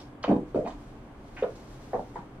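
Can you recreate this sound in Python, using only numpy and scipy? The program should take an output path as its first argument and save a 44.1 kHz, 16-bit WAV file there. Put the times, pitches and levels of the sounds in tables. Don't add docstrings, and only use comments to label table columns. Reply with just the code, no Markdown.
import sys
import numpy as np
from scipy import signal
from scipy.fft import rfft, irfft
from scipy.io import wavfile

SR = 44100
rng = np.random.default_rng(int(sys.argv[2]) if len(sys.argv) > 2 else 0)


def master(y):
    cut = np.clip(np.atleast_2d(y).T, -1, 1)
    pcm = np.round(cut * 32767)
    wavfile.write(sys.argv[1], SR, pcm.astype(np.int16))


N = 105840
LEFT_EAR_LAG_S = .00007


def amp(db):
    return 10 ** (np.asarray(db) / 20)


def unit_rms(x):
    return x / np.sqrt(np.mean(x ** 2) + 1e-20)


def at_hz(points, hz):
    freqs, values = np.transpose(points)
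    return np.interp(np.log(hz), np.log(freqs), values)


def fader(points):
    return amp(np.interp(np.arange(N) / SR, *np.transpose(points)))


def band(x, hz, octaves, order=2):
    half = 2 ** (max(octaves, .1) / 2)
    edges = [hz / half, min(hz * half, .48 * SR)]
    return signal.sosfilt(signal.butter(order, edges, "band", fs=SR, output="sos"), x + 1e-18)


def narrow_noise(hz, octaves):
    return unit_rms(band(rng.standard_normal(N + SR), hz, octaves)[SR:])


def add(out, x, start_s):
    i = int(start_s * SR)
    out[:, i:i + x.shape[1]] += x[:, :N - i]


# f/Hz, side over mid/dB
STEREO_WIDTH = [(30, -30), (60, -25), (125, -20), (250, -15), (500, -10), (1000, -4), (2000, 0), (4000, 1),
                (12000, 0.5)]


def diffuse_bands(size):
    white = rng.standard_normal((2, 2, size + SR // 4))
    for k, hz in enumerate(22 * 2 ** np.arange(0, 9.6, .5)):
        mid, side = band(white[k % 2], hz, 0.45)[:, -size:]
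        width = amp(at_hz(STEREO_WIDTH, hz))
        yield hz, (mid + width * side * np.array([[1], [-1]])) / np.hypot(1, width)


def coloured_noise(spectrum):
    return unit_rms(sum(amp(at_hz(spectrum, hz)) * x for hz, x in diffuse_bands(N)))


# f/Hz, t60/s
TAIL_DECAY = [(100, 0.13), (300, 0.29), (600, 0.18), (1500, 0.23), (4000, 0.16), (10000, 0.31)]
# f/Hz, relative level/dB, t60/s
OFFICE_MODES = [(98, -1.5, 0.24), (143.2, -2, 0.43), (196.4, -4, 0.36), (263, -3, 0.15),
                (301.6, -4.5, 0.29), (348.4, -3, 0.27), (413, 2.5, 0.26), (489.5, -0.5, 0.36),
                (575, -15, 0.21), (684.5, -2, 0.27), (810, -6.5, 0.17), (982, -7.5, 0.2)]
# delay/s, relative level/dB
REFLECTIONS = [(.0045, -11), (0.0105, -4), (.0300, -9), (.0500, -8.5), (.0690, -12)]


def room(reverb_db):
    direct_db, modes_db, tail_rise_s, far_ear_lag_s = -8.5, -9.5, 0.0014, .00016
    t = np.arange(2 * SR // 3) / SR
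    tail = sum(x * amp(-60 * t / at_hz(TAIL_DECAY, hz)) for hz, x in diffuse_bands(len(t)))
    tail = unit_rms(tail * (1 - np.exp(-t / tail_rise_s)))
    modes = sum(amp(db - 60 * t / t60) * np.cos(2 * np.pi * hz * t) for hz, db, t60 in OFFICE_MODES)
    path = amp(reverb_db) * (tail + amp(modes_db) * modes) / np.sqrt(len(t))
    path[[0, 1], [int(LEFT_EAR_LAG_S * SR), 0]] += amp(direct_db)
    for k, (delay_s, db) in enumerate(REFLECTIONS):
        for ear in (0, 1):
            arrival_s = delay_s + far_ear_lag_s * ((k + ear) % 2)
            path[ear, int(arrival_s * SR)] += amp(direct_db + db + reverb_db / 2)
    return path


# t/s, level/dB, f/Hz, decay/s
SCUFF_CUES = [(0.0, -42.5, 4010, 0.016), (0.227, -33.5, 3930, 0.01), (0.233, -28.5, 1500, .008),
              (0.249, -40, 3170, .008), (0.280, -57.5, 6760, 0.079), (0.546, -56, 6200, 0.055),
              (0.652, -44, 2000, 0.013), (0.668, -47, 5500, 0.022), (0.701, -44, 2950, 0.014),
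              (0.862, -60, 6500, 0.016), (1.368, -34, 1810, 0.031), (1.380, -49, 4930, 0.013),
              (1.425, -36, 2450, 0.0076), (1.551, -53, 5070, 0.035), (1.935, -59, 6000, 0.027),
              (2.140, -57, 6200, 0.03)]


def scuffs():
    slips_per_s, attack_s = 11000, 0.0046
    out, t = np.zeros((2, N)), np.arange(SR // 4) / SR
    for start_s, db, hz, decay_s in SCUFF_CUES:
        slips = rng.standard_normal(len(t)) * (rng.random(len(t)) < slips_per_s / SR)
        grit = unit_rms(band(slips, hz, octaves=1.0, order=3))
        body = amp(-5) * unit_rms(band(slips, hz=894, octaves=0.74))
        envelope = np.minimum(t / attack_s, 1) * np.exp(-t / decay_s)
        stroke = amp(db) * (grit + body) * envelope
        add(out, signal.fftconvolve(stroke[None], room(reverb_db=-10), axes=1), start_s)
    return out


# t/s, level/dB
CLOTH_SWELLS = [(0, -51.5), (.2, -78), (.5, -63), (.84, -58), (1.12, -67.5), (1.33, -57), (1.58, -54.5),
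                (1.82, -53.5), (2.05, -56.5), (2.27, -63.5), (2.4, -68)]
# f/Hz, relative level per Hz/dB
CLOTH_COLOUR = [(400, 11.5), (1200, -0.5), (2500, -5), (5000, -5), (8000, -12), (11000, -17),
                (15000, -37.5)]


def clothing():
    direct_share, flutter_db = 0.3, 0.9
    flutter = amp(flutter_db * narrow_noise(hz=9, octaves=1.5))
    near = coloured_noise(CLOTH_COLOUR)[0]
    direct = np.array([np.roll(near, int(LEFT_EAR_LAG_S * SR)), near])
    reflected = coloured_noise(CLOTH_COLOUR)
    rustle = np.sqrt(direct_share) * direct + np.sqrt(1 - direct_share) * reflected
    return fader(CLOTH_SWELLS) * flutter * rustle


# f/Hz, level/dB
HUM_TONES = [(128, -55), (194, -62.5), (294, -57)]
# f/Hz, relative level per Hz/dB
AIR_COLOUR = [(25, -4), (60, -9.5), (100, -9.5), (135, -15.5), (190, -14.5), (300, -5.5), (400, -18),
              (650, -17.5), (900, -18.5), (1400, -26), (2800, -36), (5600, -56.5), (9000, -48.5),
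              (15000, -66.5)]
# t/s, level/dB
RUMBLE_SWELL = [(0, -74), (.35, -52), (.7, -48.5), (1.1, -54.5), (1.6, -57), (2.0, -63), (2.4, -73)]


def room_tone():
    hum_width_hz = 17.7
    hum = sum(amp(db) * narrow_noise(hz, np.log2(1 + hum_width_hz / hz)) for hz, db in HUM_TONES)
    air = amp(-48) * coloured_noise(AIR_COLOUR)
    rumble = fader(RUMBLE_SWELL) * narrow_noise(hz=34, octaves=0.64)
    return air + hum + rumble


def settling_tip(t):
    crunch_decay_s, crunch_over_push_db = 0.004, 5
    grit = rng.standard_normal(len(t)) * np.exp(-t / crunch_decay_s)
    crunch = amp(crunch_over_push_db) * grit / np.linalg.norm(grit)
    spectrum = rfft(signal.unit_impulse(len(t)) + crunch, 2 * len(t))
    return irfft(spectrum / np.abs(spectrum))[:len(t)]


def impact(force, db, hz, octaves, order=3):
    return amp(db) * unit_rms(band(force, hz, octaves, order=order))


# f/Hz, level over the snap/dB, t60/s
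HEEL_PARTIALS = [(1170, 1.5, 0.063), (1350, -3, 0.058), (2480, 3.5, 0.029), (3040, 1.5, .03),
                 (3756, -2.5, 0.04)]


def heel_ring(force, snap_db):
    t, ring = np.arange(len(force)) / SR, np.zeros(len(force))
    for hz, db, t60 in HEEL_PARTIALS:
        mode = amp(-60 * t / t60) * np.sin(2 * np.pi * hz * t)
        ring += amp(snap_db + db) * unit_rms(signal.fftconvolve(force, mode)[:len(t)])
    return ring


# t/s, knock level/dB, knock f/Hz, knock width/octaves, thud level/dB, thud f/Hz,
# click level/dB, click f/Hz, snap level/dB, reverb send/dB
STEP_CUES = [ (0.2390, -34, 1228, 0.46, -63, 245, -42.5, 2370, -51, -9),
             (0.2407, -27.5, 566, 0.42, -47, 238, -41, 1145, -53, -15.5),
             (0.247, -33, 823, 0.66, -57, 240, -51, 2300, -58, -15),
             (0.2785, -30, 638, 0.42, -34, 285, -52.5, 2330, -82, 0.5),
             (0.2920, -27.5, 460, 1.5, -21.5, 256.5, -55.5, 1150, -70.5, -3),
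             (0.3120, -28.5, 683, 0.98, -28.5, 223, -56.5, 1236, -65.5, -3),
             (0.3275, -24, 374, 0.59, -40.5, 251, -46.5, 950, -67, -9.5),
             (0.3620, -31.5, 520, 0.92, -24.5, 250, -62.5, 1290, -66.5, -11.5),
             (0.4180, -45.5, 417, 0.98, -34.5, 292, -75, 1246, -80, -20),
             (0.5453, -27, 399, 0.73, -42, 259, -45, 1030, -66.5, -5),
             (0.5573, -25, 542, 0.53, -28.5, 237.4, -59, 2120, -75.5, -4.5),
             (0.5725, -30.5, 610, 0.44, -53.5, 200, -62.5, 1400, -76, -5.5),
             (0.5900, -31.5, 487, 0.32, -37, 140, -65.5, 1400, -78, -8.5),
             (0.6490, -38, 580, 0.73, -44.5, 240, -70, 1910, -68, -4),
             (0.6620, -35.5, 750, 0.7, -46, 268, -54.5, 1890, -71, -6),
             (0.6728, -41, 770, 0.9, -50, 313, -50.5, 1450, -63, -1),
             (1.3664, -58, 1190, 0.54, -72, 250, -52.5, 2140, -67.5, -2),
             (1.4229, -23.5, 497, 0.65, -42.5, 272, -49, 1430, -63, -9.5),
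             (1.4346, -29.5, 528, 0.76, -47, 213, -42.5, 1260, -75, -5),
             (1.9320, -30, 575, 0.87, -48.5, 276, -47.5, 1390, -73, -1.5),
             (1.9430, -33, 634, 0.96, -44.5, 268, -69, 1600, -85, -1),
             (1.9930, -34, 700, 0.54, -43, 250, -70, 1420, -77, -10),
             (2.1561, -41, 914, 0.45, -48, 442, -53.5, 1590, -73, 0),
             (2.188, -43.5, 900, 0.67, -40, 152, -63, 1590, -70, -14)]


def footsteps():
    out, t = np.zeros((2, N)), np.arange(int(.05 * SR)) / SR
    push = signal.unit_impulse(len(t))
    for (start_s, knock_db, knock_hz, knock_octaves, thud_db, thud_hz,
         click_db, click_hz, snap_db, reverb_db) in STEP_CUES:
        tip = settling_tip(t)
        knock = impact(tip, knock_db, knock_hz, knock_octaves)
        thud = impact(push, thud_db, thud_hz, octaves=0.95)
        boom = impact(push, thud_db - 14.5, hz=86, octaves=2.03, order=2)
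        click = impact(tip, click_db, click_hz, octaves=0.81, order=4)
        snap = impact(tip, snap_db, hz=3620, octaves=0.7, order=5)
        contact = knock + thud + boom + click + snap + heel_ring(tip, snap_db)
        add(out, signal.fftconvolve(contact[None], room(reverb_db), axes=1), start_s)
    return out


def scene():
    pan = amp([[-.4], [.4]])
    return (footsteps() + scuffs()) * pan + clothing() + room_tone()


def record(dry):
    stop_hz = 16150
    return signal.sosfiltfilt(signal.cheby2(20, 50, stop_hz, fs=SR, output="sos"), dry)


dry = scene()
out = record(dry)
master(out)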